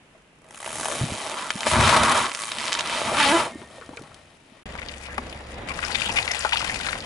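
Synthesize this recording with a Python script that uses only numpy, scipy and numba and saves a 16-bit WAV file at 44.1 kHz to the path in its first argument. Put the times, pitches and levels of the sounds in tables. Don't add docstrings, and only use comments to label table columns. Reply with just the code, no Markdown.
import sys
import numpy as np
from scipy import signal
from scipy.fft import rfft, irfft
from scipy.io import wavfile
from scipy.ndimage import uniform_filter1d
from numba import njit

SR = 44100
rng = np.random.default_rng(int(sys.argv[2]) if len(sys.argv) > 2 else 0)


def int16_out(signal):
    q = np.round(np.clip(np.atleast_2d(signal).T, -1, 1) * 32767)
    wavfile.write(sys.argv[1], SR, q.astype(np.int16))


def amplitude_ratio(level_db):
    exponent = np.asarray(level_db, float) / 20
    return 10 ** exponent


N = 310905
T = np.arange(N) / SR
SIDES = np.array([[1], [-1]])
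HARD_DB = -20
JELLY_LAG = 8


def unit(x):
    return x / np.sqrt(np.mean(x ** 2))


def read(table):
    s, *columns = np.transpose(table)
    active = uniform_filter1d(1. * ((T >= s[0]) & (T <= s[-1])), size=441)
    return [np.interp(T, s, c) for c in columns] + [active]


def colour(x, points, size=4096):
    hz, db = np.transpose(points)
    bins_hz = np.arange(size // 2 + 1) * SR / size
    gain_db = np.interp(np.log(bins_hz + 1), np.log(hz), db)
    cepstrum = irfft(gain_db * np.log(10) / 20)
    cepstrum[1:size // 2] *= 2
    cepstrum[size // 2 + 1:] = 0
    response = irfft(np.exp(rfft(cepstrum)))
    return unit(signal.fftconvolve(x, response)[:N])


@njit
def svf(x, hz, width):
    y, band, low = np.empty(len(x)), 0., 0.
    for i in range(len(x)):
        g, k = np.tan(np.pi * hz[i] / SR), width / hz[i]
        v = (band + g * (x[i] - low)) / (1 + g * (g + k))
        band, low, y[i] = 2 * v - band, low + 2 * g * v, k * v
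    return y


def high_pass(x, hz, order=1):
    return signal.sosfilt(signal.butter(order, hz, "high", fs=SR, output="sos"), x)


def walk(rate):
    k = int(SR / rate)
    held = np.repeat(rng.standard_normal(N // k + 1), k)
    return 1.288 * uniform_filter1d(uniform_filter1d(held, k), k)[:N]


def tail(x, ms):
    return signal.lfilter([1], [1, -np.exp(-1000 / (ms * SR))], x)


def place(x, pan_db, lag=0):
    left = 2 / (1 + amplitude_ratio(-pan_db))
    return np.array([x * left, np.roll(x, lag) * (2 - left)])


def add(out, s, x, pan_db, lag):
    i = int(s * SR)
    out[:, i:i + len(x)] += place(x, pan_db, lag)[:, :N - i]


def wide(points, shared):
    mid, side = (colour(rng.standard_normal(N), points) for _ in range(2))
    return mid + (1 - shared) * high_pass(side, 900) * SIDES


def spread(x, low_db, high_db):
    return x + (amplitude_ratio(low_db) * x + amplitude_ratio(high_db) * high_pass(x, 1500)) * walk(300) * SIDES


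def underside(x, db, t60):
    t = np.arange(4096) / SR
    echo = rng.standard_normal((2, 4096)) * amplitude_ratio(-60 * t / t60) * (t > .0008)
    echo = high_pass(echo, 700)
    wet = signal.fftconvolve(x, echo / np.sqrt(np.sum(echo ** 2, axis=1, keepdims=True)), axes=1)
    return x + amplitude_ratio(db) * wet[:, :N]


def clicks(table, fizz_db, t60, echo_db, lag, sharp=0.91):
    out, size = np.zeros((2, N)), 1536
    t, noise = np.arange(size) / SR, rng.standard_normal((80, size))
    for (s, db, hz, top_db, pan_db), fizz in zip(table, noise):
        kick = amplitude_ratio(fizz_db - 60 * t / t60) * fizz
        kick[0] += 1
        kick[int(.0034 * SR)] += amplitude_ratio(echo_db)
        centre = np.full(size, 1. * hz)
        width = hz ** (1 / sharp) * 1800 ** (1 - 1 / sharp) / sharp
        body = svf(svf(kick, centre, width * 1.05), centre, width * 3.5 / sharp)
        top = high_pass(kick, 5000, order=2)
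        tick = body / np.abs(body).max() + amplitude_ratio(top_db) * top / np.abs(top).max()
        add(out, s, amplitude_ratio(db) * tick / np.abs(tick).max(), pan_db, lag)
    return out


def sputters(table, lag):
    out, size = np.zeros((2, N)), 4096
    t = np.arange(-size // 2, size // 2) / SR
    chance = rng.standard_normal((len(table), 2, size))
    for (s, db, hz, length, pan_db), (fizz, grain) in zip(table, chance):
        env = np.exp(-.5 * (t / (np.where(t < 0, .26, .55) * length)) ** 2)
        pitch = np.full(size, 1. * hz)
        grains = fizz * np.exp(1.3 * grain) * env
        pops = svf(svf(grains, pitch, hz / 5.5), pitch, hz / 2.2)
        even = np.sqrt(np.sum(env ** 2) / np.sum(pops ** 2))
        add(out, s + t[0], amplitude_ratio(db) * pops * even, pan_db, lag)
    return out


# [freq_hz, relative density_db per Hz]
AIR_COLOUR = [(15, -45), (25, -6), (54, -9), (92, -11), (146, -6), (193, -8.5), (231, -7.5), (1180, -18.5),
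              (2820, -19), (4140, -31), (11200, -34), (14600, -71), (22000, -120)]


def air():
    return amplitude_ratio(-56.5 + .5 * walk(32.0)) * wide(AIR_COLOUR, 0.046)


@njit
def slips(rate, uneven, chance):
    out, p, k = np.zeros(len(rate)), 0., 0
    for i in range(len(rate)):
        p += rate[i] * np.exp(uneven[i] * chance[k, 0]) / SR
        if p >= 1:
            p, k = p - 1, k + 1
            out[i] = np.exp((.2 + .45 * uneven[i]) * chance[k, 1])
    return out


# [middle_s, length_s, grit_db change, unevenness taken away (0-1), scrape_db change]
CONTACT_CHANGES = [(0.58, 0.72, -5, .05, 1), (.6, 0.37, 1.3, .05, 3), (1.864, 0.1, 2.5, 0.03, 2.5),
                   (2.427, 0.2, -3, 0, 1.5), (2.62, 0.21, -0.5, .25, -5), (2.766, 0.62, 4.5, 0.4, 3),
                   (3.235, 0.13, 6, 0.12, -4), (3.9, 0.98, 0, 0.03, 13), (4.45, 0.53, 3.5, 0, 16)]


def contact(column):
    return sum(row[column] * np.exp(-((T - row[0]) / (.5 * row[1])) ** 4) for row in CONTACT_CHANGES)


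# [middle_s, length_s, rumble_db, boom_db]
LURCH_TIMES = [(0.757, 0.13, -45.5, -51), (1.028, 0.096, -39, -50), (1.13, 0.048, -42, -43.5),
               (1.562, 0.019, -43, -66), (1.817, 0.12, -28.5, -23), (1.97, 0.14, -36, -28.5),
               (3.106, 0.089, -36.5, -42), (3.3, 0.045, -37, -60), (3.565, 0.13, -48, -56),
               (3.752, 0.76, -59, -55.5), (4.038, 0.09, -65, -60)]


def lurch(column):
    return np.sqrt(sum(amplitude_ratio(2 * row[column]) * np.exp(-((T - row[0]) / (.5 * row[1])) ** 2)
                       for row in LURCH_TIMES))


# [freq_hz, relative density_db per Hz]
RUMBLE_COLOUR = [(65, -23), (110, -4.5), (199, -2.5), (232, 5.5), (273, -3), (324, -21), (350, 0.5),
                 (460, -21), (770, -120)]
BOOM_COLOUR = [(21, -53), (35, -32), (48, -28), (75, -9.5), (120, -13.5), (160, -14.5), (260, -120)]


def ball_air(effort):
    rumble_gain = np.hypot(amplitude_ratio(-35.5 + 1.03 * effort), lurch(column=2))
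    rumble = rumble_gain * amplitude_ratio(0.54 * walk(23.0)) * colour(rng.standard_normal(N), RUMBLE_COLOUR)
    boom_gain = np.hypot(amplitude_ratio(-44 + effort), lurch(column=3))
    boom = boom_gain * amplitude_ratio(2.0 * walk(9.55)) * colour(rng.standard_normal(N), BOOM_COLOUR)
    return rumble + boom


# [s, rubbing level_db, dryness_db, skin resonance_hz]
RUBBING = [(0.0, -65.5, -27, 800), (0.2, -68.5, -6, 700), (0.4, -75.5, -15, 700), (0.444, -59, -21, 635),
           (0.56, -52, 3, 770), (0.676, -44, 0.5, 970), (0.82, -41, 4, 734), (0.916, -32, -4, 675),
           (1.09, -37, -2.5, 736), (1.3, -33.5, -7, 860), (1.42, -33.5, -9, 1050), (1.568, -40, -3, 900),
           (1.65, -34, -5.5, 910), (1.67, -21, -8.5, 850), (1.7, -29, 2.5, 950), (1.756, -17.5, -15, 1027),
           (1.88, -19.5, -8.5, 1025), (2.0, -17.5, -13, 935), (2.13, -18.5, -11.5, 1046),
           (2.22, -23, -9, 1046), (2.27, -28.5, -13.5, 1060), (2.32, -40, -2, 980),
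           (2.43, -41.5, 6.5, 1150), (2.55, -38, -4.5, 990), (2.65, -33.5, -5, 990), (2.8, -34, -9.5, 960),
           (2.95, -31, -6.5, 940), (3.02, -31, -6.5, 845), (3.085, -27, -9.5, 940),
           (3.125, -28.5, -10, 680), (3.208, -21.5, -10, 1370), (3.232, -23, -7.5, 1440),
           (3.26, -23, -8.5, 915), (3.3, -24, -5, 940), (3.4, -22.5, -11.5, 930),
           (3.468, -30.5, -12.5, 769), (3.54, -50, -6, 666), (4.074, -51.5, -10.5, 805),
           (4.44, -68, -2.5, 730), (4.546, -57, -11, 690), (4.63, -62.5, -11, 680)]
# [freq_hz, relative density_db per Hz]
SKIN_COLOUR = [(180, -42), (300, 8.5), (417, 3), (1000, -2), (1230, 2.5), (1370, 1), (1710, -3.5),
               (2500, -13), (3250, -41), (5500, -120)]
GRIT_COLOUR = [(1290, -16.5), (2200, 1), (3580, -1.5), (5800, -11.5), (7540, -28.5), (12800, -120)]
HISS_COLOUR = [(3060, -40), (5200, -11), (6350, -4), (10500, -4), (11200, -11.5), (14600, -15),
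               (22000, -120)]
# [share of the skin resonance, gain_db]
SKIN_RINGS = [(1.0, 23), (1.32, 13), (0.78, 9)]
# [s, left minus right_db]
BALL_SIDE = [(0, 1), (.42, -2), (1.6, 0), (2.0, 1), (2.4, -0.5), (3.4, 0.5), (4.07, 5), (4.45, 10),
             (4.63, 9)]


def ball():
    skin_db, dry_db, hz, on = read(RUBBING)
    effort = skin_db - HARD_DB
    rate = 330 * amplitude_ratio(0.46 * effort)
    uneven = np.clip(.62 + 0.27 * effort - contact(column=3), .1, .8)
    scrape_db = 1 + 0.2 * effort + contact(column=4)
    pulses = slips(rate, uneven, rng.standard_normal((4000, 2)))
    kicks = pulses + 0.41 * tail(pulses, 2.17) * rng.standard_normal(N)
    kicks = kicks / np.sqrt(uniform_filter1d(kicks ** 2, size=4000) + 1e-9)
    scrape = amplitude_ratio(scrape_db + 1.5 * walk(40)) * rng.standard_normal(N)
    drive = (kicks + scrape) / np.sqrt(1 + amplitude_ratio(2 * scrape_db))

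    skin = colour(drive, SKIN_COLOUR)
    rings = 0
    for share, db in SKIN_RINGS:
        wandering_hz = share * hz * (1 + .03 * walk(30))
        rings = rings + amplitude_ratio(db + 2.5 * walk(40)) * svf(skin, wandering_hz, 90.)
    skin = unit(skin + 10.0 * svf(skin, hz, 490.0) + rings)
    grit = amplitude_ratio(0.6 + 0.72 * dry_db + contact(column=2)) * colour(drive, GRIT_COLOUR)
    hiss = amplitude_ratio(dry_db) * colour(drive + .25 * kicks, HISS_COLOUR)
    rub = amplitude_ratio(skin_db) * (skin + grit + hiss)
    placed = place(on * rub + squeal(), read(BALL_SIDE)[0])
    return spread(placed + on * ball_air(effort), -20.0, -21.0)


# [start_s, level_db, pitch_hz, t60_s]
THUMP_TIMES = [(0.149, -41.5, 645, 0.059), (1.012, -15, 122, 0.15), (1.036, -12.5, 152, 0.051),
               (1.121, -11, 220, 0.016), (1.556, -20.5, 205, 0.046), (1.752, -42, 119, 0.044),
               (1.846, -23, 99, 0.11), (3.555, -22.5, 310, 0.037), (3.592, -38, 330, .025),
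               (3.617, -29, 370, 0.042), (3.782, -34, 520, 0.053), (3.813, -34, 470, 0.055),
               (3.891, -27, 286, 0.034), (3.909, -34, 180, 0.036), (3.93, -31, 297.4, 0.035),
               (3.97, -31, 463, 0.045), (3.992, -31, 460, 0.033), (4.013, -24, 315, 0.02),
               (3.996, -36, 130, .07), (4.033, -38, 148, 0.069), (4.521, -37.5, 229, 0.045)]


def thumps():
    out, t = np.zeros((2, N)), T[:8192]
    for s, db, hz, t60 in THUMP_TIMES:
        ring = np.sin(2 * np.pi * hz * t) + 0.15 * np.sin(2 * np.pi * 1.75 * hz * t)
        push = 1 - np.exp(-t / 0.0014)
        add(out, s, amplitude_ratio(db - 60 * t / t60) * push * ring, 0, lag=0)
    return out


# [start_s, peak_db]
CREAK_TIMES = [(.355, -50), (.387, -47), (.418, -45), (.443, -38), (.465, -40), (.487, -36), (.508, -29),
               (.526, -32), (.545, -25), (.567, -32), (.576, -24), (.602, -24), (.62, -28), (.628, -21),
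               (.645, -18), (.661, -16), (.676, -17), (.691, -19), (.704, -18), (.717, -23), (.729, -17),
               (.742, -18), (.755, -17), (.768, -17), (.784, -18), (.797, -17), (.81, -16), (.831, -14),
               (.845, -20), (.856, -11.5), (.883, -11.5), (.902, -17), (.922, -14), (.955, -17),
               (.982, -18)]
# [s, centre_hz]
CREAK_PITCH = [(.44, 640), (.55, 1180), (.7, 1030), (.8, 620), (.93, 720)]


def creaks():
    chance = rng.standard_normal((len(CREAK_TIMES), 2))
    s, db = np.transpose(CREAK_TIMES)
    hz = np.interp(s, *np.transpose(CREAK_PITCH)) * amplitude_ratio(1.2 * chance[:, 0])
    treble_db, pan_db = np.full(len(s), 3), 1.2 + 2.2 * chance[:, 1]
    rows = np.c_[s, db, hz, treble_db, pan_db]
    return clicks(rows, fizz_db=-3, t60=.018, echo_db=-17, lag=0, sharp=0.69)


# [start_s, peak_db, centre_hz, treble peak_db against it, left minus right_db]
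SNAP_TIMES = [(1.141, -29, 703, -10, 3), (1.326, -30, 961, -21.5, 6), (1.505, -4.5, 1610, -30, 2),
              (1.578, -20, 2030, -23, 0.0), (1.607, -11, 3180, -19, 3), (1.632, -11.5, 1740, -19, -1),
              (1.668, -5, 730, -12.5, 4), (1.715, -5, 1080, -13, 1), (1.892, -5, 1150, -19, 18),
              (1.946, -4, 1330, -24, 7), (2.166, -9, 1010, -19, 3), (2.194, -21, 1100, -6, 3.5),
              (2.258, -12, 2900, -13, 2), (2.266, -11, 1538, -22, 1), (2.278, -30, 1993, -17, -0.5),
              (2.2955, -16, 2001, -16, -4), (2.317, -14, 2040, -17, -2), (2.349, -10.5, 2950, -22, -3),
              (2.374, -22, 1690, -11, -6), (2.391, -11, 2110, 3, 4), (2.409, -18.5, 2950, -3, -15),
              (2.4365, -11.5, 1500, -20, -1), (2.5187, -9, 2500, -8.5, 0), (2.585, -15, 2580, -15, -3),
              (2.606, -15, 2310, -16, -4), (2.681, -9, 2370, -18, 0), (2.72, -11, 2476, -17, -3),
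              (2.7235, -8, 2200, -22, -1), (2.754, -15, 2300, -17, -1), (2.79, -12, 2730, -13, -4),
              (2.7405, -8.5, 2219, -23, -3), (2.7512, -6, 2110, -5, -1.5), (2.7716, -22, 3630, -24, -8),
              (2.794, -6.5, 2278, -7, -5), (2.808, -6.5, 2600, -11, -3), (2.7295, 0, 3500, -4, -3),
              (2.655, -13, 4530, -13, -1), (2.8739, -13.5, 3701, -16, -2), (2.897, -12, 2500, -15, -1),
              (3.017, -12.5, 700, -28, -1), (3.148, -12, 1100, -16, 5), (3.202, -5, 1490, -21, 6),
              (3.617, -30, 1073, -23, 11), (3.783, -32, 654, -25, -4), (3.813, -28, 1047, -20, 10),
              (3.892, -30, 600, -21, 11), (3.9715, -25, 2350, -27, -13), (4.117, -36, 600, -16, -2),
              (4.1444, -26.5, 4770, -4, 2), (3.7593, -37, 7350, -9, 1), (3.8621, -29, 4200, -3, 2),
              (3.9648, -33, 6330, -8, 0), (3.9948, -33, 5200, -12, 1), (4.0212, -31.5, 6500, -9, -1),
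              (4.077, -38, 1250, -25, 5), (4.037, -33, 1300, -25, 5), (4.215, -41, 646, -21, 7)]


def snaps():
    return clicks(SNAP_TIMES, fizz_db=-18.5, t60=0.008, echo_db=-22, lag=0)


# [s, pitch_hz, level_db]
SQUEAL_PATH = [(3.13, 268, -50), (3.154, 261.3, -36), (3.198, 304.9, -31.5), (3.245, 284, -28),
               (3.29, 281.4, -27), (3.318, 294, -22.5), (3.33, 332, -24), (3.365, 334.4, -23.5),
               (3.394, 347, -37), (3.44, 357, -54)]
# [freq_hz, level_db]
SQUEAL_COLOUR = [(280, -4), (600, -7), (950, 2), (1200, -6), (1500, -7), (2100, -13), (2800, -12),
                 (3600, -20)]


def squeal():
    pitch, db, sliding = read(SQUEAL_PATH)
    near = sliding > 0
    phase = 2 * np.pi * np.cumsum(pitch * (1 + .014 * walk(120)))[near] / SR
    hz, body_db = np.transpose(SQUEAL_COLOUR)
    out = np.zeros(N)
    for k in range(1, 13):
        flicker_db = 4.0 * walk(50)[near]
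        harmonic_db = np.interp(np.log(k * pitch[near]), np.log(hz), body_db) + flicker_db
        out[near] += amplitude_ratio(harmonic_db) * np.sin(k * phase + 0.421 * k * k)
    return np.sqrt(2) * sliding * amplitude_ratio(db) * out


# [pitch_hz, start_s, level_db, t60_s]
WHINE_TONES = [(2120, 3.5, -46, 0.43), (1840, 3.44, -52.5, 3.2)]


def whines():
    noise, out = rng.standard_normal(N), 0
    for hz, s, db, t60 in WHINE_TONES:
        fade = (T > s) * amplitude_ratio(db - 60 * np.maximum(T - s, 0) / t60)
        out = out + fade * unit(svf(noise, np.full(N, 1. * hz), 8.))
    return out


# [middle_s, level_db, pitch_hz, length_s, left minus right_db]
SCUFF_TIMES = [(3.625, -45, 950, 0.015, 2), (3.785, -47, 603, 0.0069, 0), (3.822, -40.5, 1350, 0.014, 3),
               (3.9, -45.5, 500, 0.026, -2), (3.935, -42, 840, 0.0086, 7), (3.974, -33.5, 2280, 0.004, -1),
               (3.98, -43.5, 1420, 0.02, 7), (4.02, -48, 450, 0.011, 1), (4.117, -46, 1392, 0.0063, 8)]


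def scuffs():
    return sputters(SCUFF_TIMES, lag=0)


# [multiple of the firing rate, level_db]
FIRING_HARMONICS = [(2, -14), (3, -4), (5, -20), (10, -16)]
# [freq_hz, relative density_db per Hz]
ENGINE_COLOUR = [(15, -26), (25, -3), (69, -3), (168, -5.5), (226, -7), (438, -11), (515, -6.5), (753, -10),
                 (1400, -17), (1930, -15.5), (3000, -23.5), (3900, -25), (6600, -120)]


def engine():
    idle_hz, loaded_s = 22.6, 5.2
    phase = np.cumsum(idle_hz * (1 + 0.004 * walk(3))) / SR
    drone = sum(amplitude_ratio(db + 1.2 * walk(6)) * np.sqrt(2) * np.sin(2 * np.pi * k * phase)
                for k, db in FIRING_HARMONICS)
    noise_db = np.interp(T, [loaded_s - .3, loaded_s + 0.48], [-42.5, -40.5]) + 2.0 * walk(9)
    puffs = 1 + 0.21 * np.cos(2 * np.pi * phase)
    return amplitude_ratio(-42.5) * drone + amplitude_ratio(noise_db) * puffs * wide(ENGINE_COLOUR, 0.2)


# [s, crackle level_db, left minus right_db]
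SQUASHING = [(4.659, -50.5, 10), (4.85, -48, 13.5), (5.17, -48.5, 9.5), (5.619, -51.5, 6.5),
             (5.72, -42, 18), (5.9, -37, 16.5), (6.16, -32.5, 13), (6.54, -34.5, 14), (7.05, -38.5, 9)]
# [freq_hz, relative density_db per Hz]
JELLY_COLOUR = [(240, -48), (400, -4.5), (828, -0.5), (1170, -5), (1920, 0), (2250, -0.5), (2440, 2),
                (4800, -8.5), (6240, -14.5), (10600, -120)]
FIZZ_COLOUR = [(2470, -10.5), (4200, -24), (5440, -2), (6570, -1), (10600, -6), (11200, -11), (14600, -48),
               (22000, -120)]


def jelly():
    level_db, pan_db, on = read(SQUASHING)
    pops = (rng.random(N) < 1200 / SR) * amplitude_ratio(1.8 * rng.exponential(size=N))
    drive = unit(tail(pops, .4) * rng.standard_normal(N)) + .9 * rng.standard_normal(N)
    body = colour(drive, JELLY_COLOUR)
    pockets = sum(amplitude_ratio(3.2 * walk(55)) * svf(body, np.full(N, hz), hz / 2.5)
                  for hz in 600 * 1.5 ** np.arange(6))
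    fizz_db = -41 + 1.01 * (level_db + 34)
    fizz = amplitude_ratio(fizz_db + 1.2 * walk(45)) * colour(drive, FIZZ_COLOUR)
    return place(amplitude_ratio(level_db) * unit(pockets) + fizz, pan_db, lag=JELLY_LAG)


# [start_s, peak_db, centre_hz, treble peak_db against it]
CRACK_TIMES = [(4.736, -36, 1190, -22), (4.753, -24, 1070, -21), (4.786, -28, 2140, -22),
               (4.818, -21.5, 1840, -26), (4.886, -21.5, 3660, -12), (4.893, -24, 2290, -14),
               (4.939, -26.5, 2600, -27), (5.02, -40, 4540, -20), (5.063, -24, 2200, -22),
               (5.085, -28, 802, -23), (5.18, -13.5, 1010, -4), (5.1799, -18.5, 2350, -10),
               (5.296, -31, 4800, -11), (5.327, -23.5, 2720, 1), (5.687, -27, 2440, -23),
               (5.781, -25, 910, -19), (5.79, -18, 1600, -21), (5.829, -18, 1630, -25),
               (5.838, -15, 1490, -25), (5.744, -27, 4300, -14), (5.968, -29, 7040, -6),
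               (5.848, -26, 1640, -15), (5.878, -23, 1010, -17), (5.904, -20, 1380, -15),
               (5.921, -20.5, 4170, -10), (5.948, -10, 2440, -27), (5.95, -21, 2800, -22),
               (5.957, -28, 4170, -18), (5.967, -27, 2730, -20), (5.993, -32, 3300, -9),
               (6.018, -17, 2650, -20), (6.058, -29, 3090, -19), (6.093, -27, 2570, -14),
               (6.167, -14, 2200, -23), (6.173, -10, 2460, -22), (6.1863, -7.5, 2390, -25),
               (6.203, -18, 4860, 2), (6.23, -28, 4000, -16), (6.278, -11.5, 2120, -14),
               (6.315, -12, 5460, 0), (6.364, -24, 2600, -16), (6.392, -15, 7900, -14),
               (6.406, -19.5, 5000, -4), (6.449, -8, 1080, -23), (6.463, -23, 1230, -20),
               (6.476, -27, 2200, -10), (6.523, -9.5, 1860, -17), (6.532, -10, 2830, -21),
               (6.535, -22, 2980, -20), (6.558, -13, 1510, -18), (6.572, -8.5, 2900, -11),
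               (6.616, -17, 3000, -25), (6.673, -23, 8050, -8), (6.724, -31, 7500, -8),
               (6.606, -18.5, 1110, -21), (6.627, -17.5, 960, -22), (6.645, -18.5, 2590, -16),
               (6.697, -12.5, 1980, -22), (6.718, -22, 1940, -18), (6.765, -35, 2060, -16),
               (6.801, -24, 1500, -14), (6.8, -28, 4200, -20), (6.85, -21, 1620, -15),
               (6.865, -18, 3950, -8), (6.887, -13.5, 1480, -10), (6.866, -15.5, 1500, -18),
               (7.005, -21, 4160, -22), (6.93, -12, 1740, -21), (6.954, -20, 1480, -20)]


def cracks():
    rows = [(*row, 10) for row in CRACK_TIMES]
    return clicks(rows, fizz_db=-17.5, t60=0.022, echo_db=-18, lag=JELLY_LAG, sharp=1.7)


# [middle_s, level_db, pitch_hz, length_s]
LARGE_POCKETS = [(4.758, -47, 1070, 0.029), (4.788, -35, 2130, 0.01), (4.824, -36.5, 2190, .014),
                 (4.894, -31.5, 2480, 0.0032), (5.063, -43.5, 2280, 0.11), (5.105, -40, 1770, 0.042),
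                 (5.182, -35, 1010, 0.014), (5.184, -43.5, 425, 0.022), (5.182, -39, 229, 0.016),
                 (5.329, -40, 2790, .006), (5.408, -39, 740, 0.0078), (5.701, -33, 2240, 0.029),
                 (5.707, -35.5, 1080, 0.036), (5.836, -32, 1540, 0.024), (5.832, -32, 2600, .015),
                 (5.85, -26.5, 5100, 0.0046), (5.893, -37, 865, 0.049), (5.925, -36, 4200, 0.019),
                 (5.949, -26, 2310, 0.0088), (5.952, -27, 3500, 0.0088), (5.997, -32, 3200, 0.011),
                 (6.02, -24.5, 2780, 0.008), (6.056, -27, 3080, 0.03), (6.09, -28.5, 900, 0.019),
                 (6.097, -24, 2500, 0.011), (6.118, -30, 5300, 0.0054), (6.172, -21, 2310, 0.028),
                 (6.19, -23, 2460, 0.018), (6.201, -31.5, 784, 0.015), (6.304, -27, 2180, 0.026),
                 (6.317, -26, 5450, 0.0049), (6.45, -25, 860, 0.013), (6.465, -29, 1300, 0.023),
                 (6.532, -23.5, 910, 0.014), (6.531, -20, 2840, 0.015), (6.58, -25.5, 2760, 0.021),
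                 (6.588, -34.5, 5250, 0.023), (6.609, -27, 1290, 0.0082), (6.629, -38, 915, 0.0095),
                 (6.647, -31, 1490, 0.0075), (6.67, -33, 1080, 0.0088), (6.7, -29, 1890, 0.018),
                 (6.718, -31, 2260, 0.015), (6.804, -40, 910, 0.0059), (6.877, -38, 1620, 0.054),
                 (6.888, -32.5, 3800, 0.011), (6.932, -39, 1730, 0.014), (6.957, -32, 830, 0.0061)]


def squelches(count=22):
    low_hz, high_hz, usual_s = 700, 4300, .008
    s, level_db, pan_db = np.transpose(SQUASHING)
    chance = rng.random((count, 4))
    when = s[0] + .1 + (s[-1] - s[0] - .1) * chance[:, 0]
    small_db = np.interp(when, s, level_db) - 3 + 4 * (2 * chance[:, 1] - 1)
    small_hz = low_hz * (high_hz / low_hz) ** chance[:, 2]
    small = np.c_[when, small_db, small_hz, usual_s * (.5 + chance[:, 3])]
    rows = np.r_[LARGE_POCKETS, small]
    side_db = np.interp(rows[:, 0], s, pan_db) - 4.5 + 3 * rng.standard_normal(len(rows))
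    return sputters(np.c_[rows, side_db], lag=JELLY_LAG)


def scene():
    cut_s, gap_s = 4.634, .022
    under_car = underside(ball() + creaks() + snaps() + scuffs(), -6.5, 0.04)
    first = under_car + thumps() + whines() + air()
    wet = underside(spread(jelly() + squelches(), -12.0, -9.0), -9.5, 0.07)
    second = wet + underside(cracks(), -10, 0.055) + engine()
    fade_out = np.clip((cut_s - T) / 0.0024, 0, 1)
    fade_in = np.clip((T - cut_s - gap_s) / 0.00091, 0, 1)
    return first * fade_out + second * fade_in


def roll_off(x):
    return signal.sosfilt(signal.butter(12, 12340, fs=SR, output="sos"), x)


def record(dry):
    rounded = .8 * np.tanh(dry / .8)
    steep = signal.ellip(8, .3, 32, 11150, fs=SR, output="sos")
    mix = signal.sosfilt(steep, rounded)
    return roll_off(mix)


dry = scene()
out = record(dry)
int16_out(out)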